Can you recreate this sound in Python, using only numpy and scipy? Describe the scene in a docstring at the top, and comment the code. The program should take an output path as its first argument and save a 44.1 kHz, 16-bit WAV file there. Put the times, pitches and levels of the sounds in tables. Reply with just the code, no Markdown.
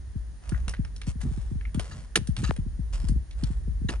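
"""Walking a leafy trail

Soles scuff dry leaves and grind gravel, and twigs and grit tick. A hiking pole strikes once, and a
boot later crunches on stone. The walker carries a camera: each jolt reaches its microphone as a falling
thump over the low hum of the grip, and fingers rub and flick the case. A trickle hisses faintly behind."""
import sys
import numpy as np
from scipy import signal
from scipy.fft import rfft, irfft
from scipy.io import wavfile
from scipy.ndimage import uniform_filter1d

SR = 44100
rng = np.random.default_rng(int(sys.argv[2]) if len(sys.argv) > 2 else 0)


def transcribe(signal):
    """Save signal, clipped to [-1, 1], as a 16-bit WAV file at the path in sys.argv[1]."""
    frames = np.atleast_2d(signal).T
    limited = np.clip(frames, -1, 1)
    pcm = np.round(limited * 32767).astype(np.int16)
    wavfile.write(sys.argv[1], SR, pcm)


N = 176400
T = np.arange(N) / SR
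ALIKE = 0.88  # left-right correlation of close sounds


# Steps in the leaves. Each row: start in seconds, length in seconds, level in dB, treble tilt in dB.
SCUFFS = [(0.416,0.3,-54.5,5), (1.062,0.076,-46.5,11), (1.204,0.052,-46.5,10), (1.233,0.42,-58,7.5),
          (1.774,.36,-51.5,7), (2.367,0.21,-47,11), (2.926,.06,-44,9.5), (2.966,0.16,-52,8.5),
          (3.369,0.27,-54.5,6), (3.884,0.099,-45,4.5)]
# The tone of dry leaves. Each row: frequency in Hz, level in dB.
LEAF_SPECTRUM = [(290, -22), (500, -1), (1320, -2.5), (3960, -18.5), (9420, -27), (11000, -34.5),
                 (15000, -95)]
def scuff(length, db, tilt_db):
    """A sole pushes through dry leaves in a swell of tiny snaps."""
    swell = stroke(length)
    tilt = [(1200, -tilt_db), (8000, tilt_db)]
    return amp(db) * swell * colour(grains(len(swell)), LEAF_SPECTRUM, ripple(), tilt)


# Gravel under a sole. Each row: start in seconds, length in seconds, level in dB.
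CRUNCHES = [(1.91,0.043,-46.5), (2.433,0.035,-34), (2.467,0.044,-40.5), (3.886,.025,-33.5)]
# The pitches the pebbles ring at, in Hz.
PEBBLES_HZ = [1263, 1736, 2820, 3940, 4720, 6600]
def crunch(length, db, hits_per_s=500, decay_cycles=5.7):
    """Pebbles knock together at random, each ringing for a few cycles."""
    swell, t = stroke(length), T[:SR // 20]
    out = np.zeros((2, len(swell)))
    for hz in PEBBLES_HZ:
        knocks = noise(len(swell), ALIKE) * (rng.random(len(swell)) < hits_per_s / SR)
        ring = np.sin(2 * np.pi * hz * t) * np.exp(-t * hz / decay_cycles)
        add(out, 0, signal.fftconvolve(knocks, ring[None], axes=1))
    return amp(db) * swell * unit(out)


# Twigs and grit. Each row: start in seconds, relative level in dB, centre in Hz, width in octaves.
TICKS = [(0.492,-37,8200,1.4), (0.5198,-38,1470,0.37), (0.5443,-35.5,1660,0.2), (.68,-29,3980,4.3),
         (0.693,-33.5,8900,1.3), (0.737,-33,2000,0.98), (0.848,-40,2180,1.4), (0.962,-42,5630,0.9),
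         (1.015,-35.5,3200,1.2), (1.61,-44.5,2000,0.5), (1.652,-39,2160,0.25), (1.744,-35,3500,16),
         (1.7948,-26.5,3980,5.7), (2.2715,-35.5,9400,1.43), (2.3649,-30.5,3450,1), (2.563,-39.5,3900,2.2),
         (3.085,-35,7400,1.43), (3.3096,-44.5,3550,1.05), (3.4356,-35,4760,0.56), (3.935,-38.5,1160,1.3)]
# The tone of a hard crack, for ticks and stone hits alike. Each row: frequency in Hz, level in dB.
CRACK_SPECTRUM = [(150,-27), (420,7.5), (720,-2.5), (1500,-4), (3800,-11.5), (5500,-12), (8300,-19),
                  (9200,-4.5), (11000,-30)]
def tick(db, hz, octaves, rise_s=0.0022, snap_s=0.0035, settle_s=0.025):
    """A twig or bit of grit snaps around its own pitch, then a few crumbs settle."""
    t = T[:SR // 10]
    grid_hz = 100 * 2 ** (np.arange(30) / 4)
    band = [(f, -20 * np.log10(1 + (np.log2(f / hz) / octaves) ** 2)) for f in grid_hz]
    body = (CRACK_SPECTRUM, band, ripple())
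    snap = colour(noise(len(t), ALIKE), *body) * np.exp(-t / snap_s)
    crumbs = amp(-17) * colour(grains(len(t)), *body) * np.exp(-t / settle_s)
    return amp(db + 5) * np.minimum(t / rise_s, 1) * (snap + crumbs)


# Hard hits on stone: the pole's tip, then a boot.
# Each row: start in seconds, level in dB, crack decay in seconds, relative rattle in dB.
STONE_HITS = [(2.1558, -13.5, 0.0076, -10.5), (3.8884, -31, 0.0022, -1.5)]
# The brief ring of a hit. Each row: frequency in Hz, relative level in dB.
HIT_MODES = [(1356,0.5), (1750,8), (1860,5), (2720,1), (3000,2), (3350,-13.5), (3620,0), (3850,1),
             (6250,-2.5), (9150,-21)]
def stone_hit(db, crack_s, rattle_db, rise_s=0.0034, ring_s=0.0022, thud_peak_s=0.01):
    """A pole tip or boot lands on stone with a crack, a brief ring, a rattle and a dull thud."""
    t = T[:SR // 5]
    modes = sum(amp(mode_db) * np.sin(2 * np.pi * (hz * t + rng.random())) for hz, mode_db in HIT_MODES)
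    ring = amp(5.5) * modes * np.exp(-t / ring_s)
    thud = colour(noise(len(t), ALIKE), [(80, -5), (200, 12), (480, 1), (800, -43)])
    thud *= amp(-31.5) * bump(t, thud_peak_s)
    crack = colour(noise(len(t), ALIKE), CRACK_SPECTRUM, [(800, -39), (2500, 8.5)]) * np.exp(-t / crack_s)
    second_burst = 0.5 * np.exp(-((t - 0.019) / 0.0028) ** 2)
    rattle = amp(rattle_db) * colour(grains(len(t)), CRACK_SPECTRUM) * (np.exp(-t / 0.01) + second_burst)
    attack = np.minimum(t / rise_s, 1)
    return thud + amp(db) * pan(-0.97) * attack * (crack + ring + rattle)


# Jolts of the camera. Each row: start in seconds, relative level in dB.
JOLTS = [(0.154, -29.5), (0.52, -22.5), (0.674, -32.5), (0.791, -23.5), (1.073, -25), (1.154, -33),
         (1.232, -34.5), (1.311, -30), (1.375, -28.5), (1.514, -26), (1.553, -30.5), (1.747, -25),
         (1.773, -24), (2.181, -28), (2.211, -30), (2.287, -21.5), (2.43, -23), (2.491, -24),
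         (2.585, -25.5), (2.662, -31), (2.79, -28), (3.039, -30), (3.093, -26), (3.116, -26.5),
         (3.159, -31), (3.431, -22.5), (3.502, -30), (3.676, -27), (3.814, -29.5), (3.844, -23.5)]
# A jolt's swell at the left, then the right microphone port.
# Each row: peak time in seconds, sharpness, relative level in dB, lag in cycles.
PORTS = [(0.016, 0.82, 1.5, 0), (0.0074, 1.72, 0.5, 0.17)]
def jolt(db, top_hz=321.3, end_hz=52.8):
    """A jolt thumps the microphone, its pitch falling into the hum; it peaks later on the left."""
    t = T[:SR // 8]
    fall_s = rng.uniform(0.0088, 0.009)
    cycles = np.cumsum(end_hz + (top_hz - end_hz) * np.exp(-t / fall_s)) / SR
    roughness = 1 + 0.26 * colour(noise(len(t), ALIKE), [(120, -8), (500, -51), (2000, -91.5)])
    thump = [amp(port_db) * bump(t, peak_s) ** sharpness * np.sin(2 * np.pi * (cycles - lag))
             for peak_s, sharpness, port_db, lag in PORTS]
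    return amp(db + 2.5) * roughness * np.array(thump)


# The swells of the grip's hum. Each row: time in seconds, relative level in dB.
GRIP_LEVELS = [(0,-35.5), (.34,-37), (.42,-46.5), (.5,-29), (.62,-27), (.73,-35.5), (.84,-31.5), (1,-36.5),
               (1.28,-28.5), (1.45,-32.5), (1.57,-29.5), (1.9,-37), (2.15,-39.5), (2.6,-28.5), (2.88,-33.5),
               (2.94,-26.5), (3.19,-24), (3.25,-41), (3.42,-29), (4,-30.5)]
def grip_hum(hum_hz=54.87, wander_hz=3.56):
    """The grip on the case makes a low, wavering hum over a soft rumble."""
    drift = unit(uniform_filter1d(uniform_filter1d(rng.standard_normal(N), size=2000), size=2000))
    hum = np.sqrt(2) * np.sin(2 * np.pi * np.cumsum(hum_hz + wander_hz * drift) / SR)
    rumble = colour(noise(N, 0.59), [(20, -37), (40, 2), (80, -9), (300, -40)])
    rumble = signal.sosfilt(signal.butter(4, 400, fs=SR, output="sos"), rumble)
    swells = amp(np.interp(T, *np.transpose(GRIP_LEVELS)))
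    return swells * (amp(-4) * hum + amp(-3) * rumble)


# Fingers shifting on the case. Each row: start in seconds, length in seconds, level in dB.
RUBS = [(1.237,0.069,-27.5), (1.886,0.19,-40.5), (2.375,0.096,-30.5), (3.051,0.17,-53)]
# The muffled tone of a rub. Each row: frequency in Hz, level in dB.
RUB_SPECTRUM = [(40,-36), (85,18), (250,2), (500,-23.5), (3000,-47)]
def finger_rub(length, db):
    """A finger rubs the case in a short swell of low noise."""
    swell = stroke(length)
    return amp(db) * swell * colour(noise(len(swell), 0.98), RUB_SPECTRUM)


def flick(rise_s=0.001, decay_s=0.0032):
    """A sharp flick on the case beside the left port: its treble arrives just before its bass."""
    t = T[:SR // 20]
    chirp = np.sin(2 * np.pi * 1.7 * np.log1p(t / 0.0002))
    envelope = (1 - np.exp(-t / rise_s)) * np.exp(-t / decay_s)
    return amp(-16) * pan(11) * envelope * chirp


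def tree_echo(sound, decay_s=0.05):
    """The trees scatter a faint, short tail back."""
    t = T[:SR // 2]
    tail = noise(len(t), 0) * np.exp(-t / decay_s)
    return amp(-25) * signal.fftconvolve(sound, tail / np.linalg.norm(tail[0]), axes=1)[:, :N]


# The tone of the background hiss. Each row: frequency in Hz, level in dB.
TRICKLE_SPECTRUM = [(200,-24), (450,-35), (1400,-41.5), (1800,-36.5), (2300,-47), (6800,-46), (8400,-58),
                    (9200,-36), (11000,-68)]
def trickle():
    """A trickle and distant air blend into a steady hiss."""
    return amp(-56.5) * colour(noise(N, 0.31), TRICKLE_SPECTRUM)


def amp(db):
    """Decibels to gain."""
    return 10 ** (np.asarray(db) / 20)


def unit(x):
    """Scales to rms 1."""
    return x / np.sqrt(np.mean(x ** 2) + 1e-20)


def pan(left_db):
    """Stereo gains that favour the left by left_db."""
    return amp([[left_db / 2], [-left_db / 2]])


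def stroke(length):
    """An envelope that swells quickly and fades slowly."""
    return np.sin(np.pi * np.linspace(0, 1, max(round(length * SR), 2)) ** 0.55).clip(0) ** 1.1


def bump(t, peak_s):
    """An envelope that rises to 1 at peak_s and dies away."""
    return t / peak_s * np.exp(1 - t / peak_s)


def colour(x, *curves):
    """Filters by the sum of (Hz, dB) curves and scales to rms 1."""
    log_hz = np.log(np.fft.rfftfreq(x.shape[-1], 1 / SR) + 1)
    db = sum(np.interp(log_hz, np.log(curve[:, 0] + 1), curve[:, 1]) for curve in map(np.array, curves))
    return unit(irfft(rfft(x) * amp(db), x.shape[-1]))


def ripple(spread_db=2.2):
    """Chance resonances of one twig or heap of leaves, as a (Hz, dB) curve."""
    return [(hz, spread_db * rng.standard_normal()) for hz in 600 * 2 ** (np.arange(36) / 8)]


def pair(x, alike):
    """Makes two unrelated channels partly alike."""
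    return np.array([x[0], alike * x[0] + np.sqrt(1 - alike ** 2) * x[1]])


def noise(size, alike):
    """Stereo white noise."""
    return pair(rng.standard_normal((2, size)), alike)


def grains(size, per_s=900, spread_db=3.5):
    """Dense snaps of unequal strength."""
    strength = amp(spread_db * np.minimum(rng.exponential(1, (2, size)), 4))
    hits = rng.random((2, size)) < per_s / SR
    return pair(strength * hits * rng.choice([-1, 1], (2, size)), ALIKE)


def add(mix, start, sound):
    """Mixes a stereo sound in at start seconds."""
    part = mix[:, round(start * SR):][:, :sound.shape[1]]
    part += sound[:, :part.shape[1]]


def play(source, cues):
    """Sounds a source once per row, at the row's start time."""
    out = np.zeros((2, N))
    for start, *settings in cues:
        add(out, start, source(*settings))
    return out


def scene():
    """The trail underfoot, its echo, the handling of the camera and the trickle behind."""
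    trail = play(tick, TICKS) + play(stone_hit, STONE_HITS) + play(scuff, SCUFFS) + play(crunch, CRUNCHES)
    lag_rad = 1.5 * np.tanh(np.fft.rfftfreq(N, 1 / SR) / 1200)
    trail[1] = irfft(rfft(trail[1]) * np.exp(-1j * lag_rad), N)  # the right port hears it later
    trail += tree_echo(trail)
    handling = grip_hum() + play(jolt, JOLTS) + play(finger_rub, RUBS)
    add(handling, start=2.5086, sound=flick())
    return trail + handling + trickle()


def record(dry, edge_hz=11100):
    """The recorder's band limit cuts the top treble."""
    lowpass = signal.firwin(255, edge_hz, window=("kaiser", 7), fs=SR)
    return signal.oaconvolve(dry, lowpass[None], "same")


dry = scene()
out = record(dry)
transcribe(out)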